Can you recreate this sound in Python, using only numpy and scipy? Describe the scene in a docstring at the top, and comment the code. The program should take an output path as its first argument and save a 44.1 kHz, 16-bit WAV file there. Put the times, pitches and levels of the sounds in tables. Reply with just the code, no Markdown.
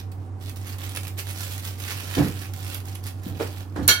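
"""A dense crackle with louder snaps: aluminium foil crumpled by hand in a small kitchen.
Each buckling crease ticks and rings a small facet of the sheet. From about 2.2 s things bump
and knock on a cloth-covered table; near the end a china baking dish clinks and its modes ring.
Behind it all, two motors hum and beat against each other over a faint whine and room air."""
import sys
import numpy as np
from scipy import signal
from scipy.fft import rfft, irfft
from scipy.io import wavfile

SR = 44100
rng = np.random.default_rng(int(sys.argv[2]) if len(sys.argv) > 2 else 0)


def output_pcm(signal):
    """Save a mono or channel-first signal as 16-bit PCM at the path in sys.argv[1].

    Samples are clipped to [-1, 1] before scaling.
    """
    pcm = np.clip(np.atleast_2d(signal).T, -1, 1) * 32767
    wavfile.write(sys.argv[1], SR, np.round(pcm).astype(np.int16))


N = 176400
T = np.arange(N) / SR
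HZ = np.maximum(np.fft.rfftfreq(N, 1 / SR), 1)

# folds giving way: (time [s], relative level [dB])
SNAPS = [(0.117, -31), (0.495, -26), (0.560, -31), (0.570, -29), (0.669, -23), (0.695, -25), (0.784, -24),
         (0.893, -24), (0.949, -20.5), (0.961, -15.5), (0.971, -19), (1.007, -23), (1.033, -22),
         (1.050, -24), (1.070, -20.5), (1.079, -21), (1.180, -26), (1.201, -19), (1.301, -21), (1.387, -23),
         (1.407, -23), (1.523, -21), (1.534, -21), (1.579, -19), (1.650, -19.5), (1.674, -21),
         (1.800, -21.5), (1.848, -24), (1.907, -19.5), (2.151, -20), (2.187, -20), (2.283, -20),
         (2.536, -22), (2.604, -25), (2.678, -23), (2.745, -14), (2.802, -29), (2.854, -26.5), (2.951, -21),
         (3.038, -23), (3.066, -23), (3.236, -30)]


def foil(facets=16, glide_hz=450, wander_db=3, lag_samples=8, pan_db=-8, room_db=-1.5):
    """Creases and snaps ring facets; pitches glide as the sheet bends. 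The right side hears it first."""
    # foil spectrum: (frequency [Hz], relative density [dB])
    spectrum = [(150, -9.5), (400, 5.5), (800, 0), (1400, 4), (2600, 3), (4500, -1), (8000, -6),
                (12000, -4), (15500, -6.5)]
    # foil midrange: (time [s], gain [dB])
    midrange = [(0, 1), (.5, -4.5), (.8, 0), (1.0, -3.5), (1.6, -5), (1.85, -1.5), (2.15, 2), (2.4, -2),
                (2.7, -1.5), (3.05, -3.5), (3.5, 0.5)]
    ticks = creases()
    facet_of_tick = rng.integers(0, facets, N)
    folds = snaps()
    sheet = np.array([np.roll(folds, lag_samples), folds])
    for k, hz in enumerate(np.linspace(2400, 15500, facets)):
        pitch_hz = np.abs(hz + glide_hz * drift(hz=12))
        facet = facet_rings(ticks * (facet_of_tick == k), pitch_hz) * from_db(wander_db * drift(hz=14))
        sheet += np.array([np.roll(facet, lag_samples + rng.integers(-3, 4)), facet])
    mids = signal.lfilter(*signal.butter(1, 3500, fs=SR), sheet)
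    mid_gain = from_db(np.interp(T, *np.transpose(midrange)))
    direct = colour(sheet + mids * (mid_gain - 1), spectrum)
    return direct * pan(pan_db) + from_db(room_db) * shifting_room(direct) * pan(pan_db / 2)


def creases(usual_per_s=2000, usual_db=-43.5, trim_db=-1, spread_db=-17.5, flurry_db=1.8):
    """Tiny buckles come in flurries, faster and stronger with effort; buckling spreads from each snap."""
    # hand effort on the foil: (time [s], level [dB])
    crumple = [(0, -43), (.04, -79), (.18, -73), (.26, -66), (.31, -90), (.39, -67), (.42, -51), (.49, -45),
               (.535, -64), (.57, -57.5), (.64, -50), (.68, -44.5), (.74, -48), (.775, -61), (.8, -42.5),
               (.94, -47.5), (.965, -42), (1.0, -51), (1.07, -57), (1.1, -65), (1.16, -57), (1.19, -33),
               (1.235, -60), (1.27, -40.5), (1.37, -45.5), (1.41, -37), (1.49, -44), (1.53, -39),
               (1.62, -46), (1.68, -39.5), (1.77, -54.5), (1.82, -41), (1.91, -36), (1.97, -43.5),
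               (2.12, -39.5), (2.17, -38), (2.28, -43.5), (2.33, -48), (2.43, -41), (2.52, -60),
               (2.56, -46.5), (2.62, -48.5), (2.68, -40), (2.75, -43), (2.83, -61), (2.88, -45.5),
               (3.02, -60.5), (3.07, -38), (3.14, -66.5), (3.22, -55.5), (3.28, -48), (3.34, -58),
               (3.42, -43.5), (3.48, -51), (3.61, -50), (3.67, -67), (3.87, -56.5)]
    power = from_db(np.interp(T, *np.transpose(crumple)) + trim_db) ** 2
    power += sum((from_db(db + spread_db) * decay(start_s, t60_s=.052)) ** 2 for start_s, db in SNAPS)
    effort_db = 10 * np.log10(power) + flurry_db * drift(hz=60)
    chance = usual_per_s * from_db(.25 * (effort_db - usual_db)) / SR
    size_db = 2 * np.minimum(rng.exponential(1, N), np.pi)
    sizes = unit_rms(from_db(size_db)) * rng.choice([-1, 1], N)
    return (rng.random(N) < chance) * sizes / np.sqrt(chance) * from_db(effort_db)


def snaps(count=10, run_s=.004, trim_db=-1.2, fade_db=5, highpass_hz=3000):
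    """Each fold gives way in a short run of thin clicks and rings a stiff facet of its own pitch."""
    clicks, pitch_hz = np.zeros(N), np.zeros(N)
    for start_s, db in SNAPS:
        jitter = rng.random(count) * (np.arange(count) > 0)
        progress = (np.arange(count) + jitter) / count
        at = ((start_s + run_s * progress) * SR).astype(int)
        clicks[at] += from_db(db + trim_db - fade_db * progress) * rng.choice([-1, 1], count)
        pitch_hz[at] = rng.uniform(8900, 15500)
    return signal.lfilter(*signal.butter(1, highpass_hz, "high", fs=SR), facet_rings(clicks, pitch_hz))


def facet_rings(clicks, pitch_hz, tau_s=.0004, ring_share=.42, ring_samples=256):
    """Part of each click's energy rings briefly at the facet's pitch of that moment."""
    at, age = np.flatnonzero(clicks)[:, None], np.arange(ring_samples)
    rings = np.exp(-age / SR / tau_s) * np.cos(2 * np.pi * pitch_hz[at] * age / SR)
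    rings = rings * clicks[at] / np.linalg.norm(rings, axis=1, keepdims=True)
    ringing = np.bincount((at + age).ravel(), rings.ravel(), N + ring_samples)[:N]
    return np.sqrt(1 - ring_share) * clicks + np.sqrt(ring_share) * ringing


def dish(crack_db=-5.5, rattle_db=-17.5, flutter_db=2.5, room_db=-6):
    """Touches ring the china, the hard contact with a crack; its modes flutter as it settles."""
    # touches on the dish: (time [s], relative level [dB])
    clinks = [(3.76, -39), (3.827, -32), (3.879, -8), (3.8855, 2)]
    # first hard contact: (frequency [Hz], relative density [dB])
    crack_spectrum = [(500, -10), (3000, -12), (7000, -5), (10300, 10), (13000, 9.5), (15200, 0.5)]
    # dense upper modes and rattle: (frequency [Hz], relative density [dB])
    rattle_spectrum = [(300, 2), (1100, 3), (1600, 4), (2500, 3), (4400, 9.5), (5350, -7.5), (5850, 15),
                       (6450, -22), (7000, 7), (8300, -18), (9400, 5), (10800, -15), (12500, -3),
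                       (13700, -23), (15200, -23)]
    # dish modes: (frequency [Hz])
    modes_hz = [1443, 1469, 1580, 1722, 2204, 2232, 2764, 3175, 3197, 3897, 4056, 4115, 4340, 4411, 4465,
                5790, 5822, 6075, 6857, 7070, 7108, 7640, 9326, 10462, 11250, 11670, 12047, 12190, 12513,
                12750, 15081]
    # strength of each mode: (relative level [dB])
    modes_db = [-28, -25, -32, -23, -26, -25, -26, -24, -24, -26, -21, -22, -23, -23, -20, -25, -23, -24,
                -26, -25, -20, -31, -29, -28, -26, -23, -25, -25, -22, -24, -26]
    crack = from_db(crack_db) * decay(start_s=3.878, t60_s=.042) * rng.standard_normal((2, N))
    china = colour(crack, crack_spectrum)
    for hz, mode_db in zip(modes_hz, modes_db):
        t60_s = .5 * (hz / 1000) ** -.6
        power = sum((from_db(db + mode_db) * decay(start_s, t60_s, attack_s=.002)) ** 2
                    for start_s, db in clinks)
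        flutter = unit_rms(from_db(flutter_db * drift(hz=160)))
        phase = 2 * np.pi * (hz * T + rng.random())
        side_phase = np.array([[0], [np.pi / 2]]) * rng.choice([-1, 1])
        china += np.sqrt(power) * flutter * np.sin(phase + side_phase)
    rattle = sum(from_db(db + rattle_db) * decay(start_s, t60_s=.2) for start_s, db in clinks)
    china += colour(rattle * rng.standard_normal((2, N)), rattle_spectrum)
    return (china + from_db(room_db) * kitchen(china)) * pan(db=-4)


def table_bumps(broadband_db=-25.5):
    """Padded blows shake the table; something hollow is set down on it."""
    # blows: (time [s], level [dB], high-pass [Hz], low-pass [Hz], t60 [s])
    bumps = [(2.168, -20, 168, 400, 0.37), (2.179, -17, 45, 603, 0.34), (2.195, -15.5, 142, 253, 0.35),
             (3.263, -27.5, 119, 180, 0.27), (3.31, -35, 90, 150, 0.87), (3.759, -27, 300, 1380, 0.38),
             (3.787, -26, 79.6, 101, 0.44), (3.808, -25, 89, 149, 0.26)]
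    # table resonances: (frequency [Hz], width [Hz], gain [dB])
    table_modes = [(62.4, 44, 2.5), (130.3, 16.2, 8), (168, 27, 2.5), (232.5, 26, 0), (292, 16.2, 7),
                   (504, 59, -6), (728, 160, -12.5), (1740, 320, -12)]
    # hollow object's resonances: (frequency [Hz], width [Hz], gain [dB])
    hollow_modes = [(302, 43, -0.5), (455, 41, -0.5), (583, 21, -0.5), (870, 260, -12.5),
                    (1560, 1160, -21.5)]
    shake = stereo_noise()
    body = from_db(broadband_db) * shake + resonator_bank(shake, table_modes)
    thuds = blow(resonator_bank(shake, hollow_modes), start_s=3.395, db=-18.5, t60_s=.23, attack_s=.009)
    for start_s, db, highpass_hz, lowpass_hz, t60_s in bumps:
        shifted = np.roll(body, rng.integers(N), axis=1)
        trimmed = signal.sosfilt(signal.butter(2, highpass_hz, "high", fs=SR, output="sos"), shifted)
        padded = signal.lfilter(*signal.butter(1, lowpass_hz, fs=SR), trimmed)
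        thuds += blow(padded, start_s, db, t60_s)
    return thuds * pan(db=-3.5)


def blow(shake, start_s, db, t60_s, attack_s=.0015):
    """Shaking that starts at an impact and dies away."""
    envelope = decay(start_s, t60_s, attack_s)
    return from_db(db) * unit_rms(shake * envelope) * np.sqrt(np.mean(envelope ** 2))


def shifting_room(x, places=7, places_per_s=6):
    """The sheet turns in the hands, so its pattern of reflections keeps changing."""
    distances = [np.abs((T * places_per_s - k) % places - places / 2) for k in range(places)]
    return sum(kitchen(x * np.cos(np.pi / 2 * np.minimum(d, 1))) for d in distances)


def kitchen(x):
    """Diffuse reflections of a small room, different on each side."""
    envelope = decay(start_s=.00066, t60_s=.22, attack_s=.00028)
    tail = (rng.standard_normal((2, N)) * envelope)[:, :SR // 2]
    tail /= np.sqrt(np.sum(tail ** 2, 1, keepdims=True))
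    return signal.fftconvolve(np.atleast_2d(x), tail, axes=1)[:, :N]


def motors(hum_hz=94.4, beat_hz=7.37, crest_s=.07):
    """Two motors close in pitch beat; the louder one wavers. A faint whine lies above."""
    rad_per_hz = 2 * np.pi * (T - crest_s)
    first = from_db(-31.5) * (1 + .092 * drift(hz=14)) * np.sin(hum_hz * rad_per_hz)
    second = from_db(-43) * np.sin((hum_hz + beat_hz) * rad_per_hz)
    whine = from_db(-57) * unit_rms(resonate(stereo_noise(), hz=767.2, width_hz=15.4))
    return first + second + whine


def room_air(db=-44):
    """Steady low rush of the room."""
    # air spectrum: (frequency [Hz], relative density [dB])
    spectrum = [(25, -14.5), (60, 1), (130, 1), (190, -5), (290, -0.5), (380, -8.5), (650, -15),
                (1100, -15.5), (2000, -28.5), (3500, -38), (9000, -40.5), (16000, -59)]
    return from_db(db) * colour(stereo_noise(), spectrum)


def stereo_noise():
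    """White noise, alike on both sides in the bass and top treble, unrelated near 1.2 kHz."""
    # left-right likeness: (frequency [Hz], correlation [0..1])
    likeness = [(60, 0.83), (200, 0.84), (500, 0.69), (1200, 0), (16000, 0.84)]
    alike = over_log_hz(likeness)
    mid, side = rfft(rng.standard_normal((2, N)))
    return irfft(np.sqrt((1 + alike) / 2) * mid + np.sqrt((1 - alike) / 2) * side * [[1], [-1]], N)


def resonator_bank(x, modes):
    """Parallel resonances of alternating sign."""
    return sum((-1) ** k * from_db(db) * resonate(x, hz, width_hz)
               for k, (hz, width_hz, db) in enumerate(modes))


def resonate(x, hz, width_hz):
    """Two-pole resonance, unit peak gain."""
    radius = np.exp(-np.pi * width_hz / SR)
    feedforward = np.array([1, 0, -1]) * (1 - radius ** 2) / 2
    feedback = [1, -2 * radius * np.cos(2 * np.pi * hz / SR), radius ** 2]
    return signal.lfilter(feedforward, feedback, x + 1e-18)


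def colour(x, spectrum):
    """Minimum-phase filter; white noise keeps its power."""
    cepstrum = irfft(np.log(unit_rms(from_db(over_log_hz(spectrum)))), N)
    cepstrum[1:N // 2] *= 2
    cepstrum[N // 2 + 1:] = 0
    response = irfft(np.exp(rfft(cepstrum)), N)[:4096]
    return signal.fftconvolve(np.atleast_2d(x), response[None])[:, :N]


def over_log_hz(points):
    """Breakpoints interpolated over log frequency."""
    hz, value = np.transpose(points)
    return np.interp(np.log(HZ), np.log(hz), value)


def decay(start_s, t60_s, attack_s=1e-4):
    """Envelope: quick rise, exponential fall."""
    age_s = np.maximum(T - start_s, 0)
    return (1 - np.exp(-age_s / attack_s)) * from_db(np.maximum(-60 * age_s / t60_s, -200))


def drift(hz):
    """Unit-RMS random wander, mostly below hz."""
    return unit_rms(irfft(rfft(rng.standard_normal(N)) / (1 + (HZ / hz) ** 2), N))


def pan(db):
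    """Stereo gains; db is left minus right."""
    return from_db(np.array([[db], [-db]]) / 2)


def unit_rms(x):
    """Scale to unit power."""
    return x / np.sqrt(np.mean(x ** 2) + 1e-20)


def from_db(db):
    """Decibels to gain."""
    return 10 ** (np.asarray(db) / 20)


def scene():
    """Foil, table, dish and background, all right of centre."""
    return foil() + table_bumps() + dish() + (motors() + room_air()) * pan(db=-4)


def record(dry):
    """Clip at full scale, then low-pass steeply at 16 kHz."""
    lowpass = signal.ellip(10, .1, 80, 16000, fs=SR, output="sos")
    return signal.sosfilt(lowpass, np.clip(dry, -1, 1))


dry = scene()
out = record(dry)
output_pcm(out)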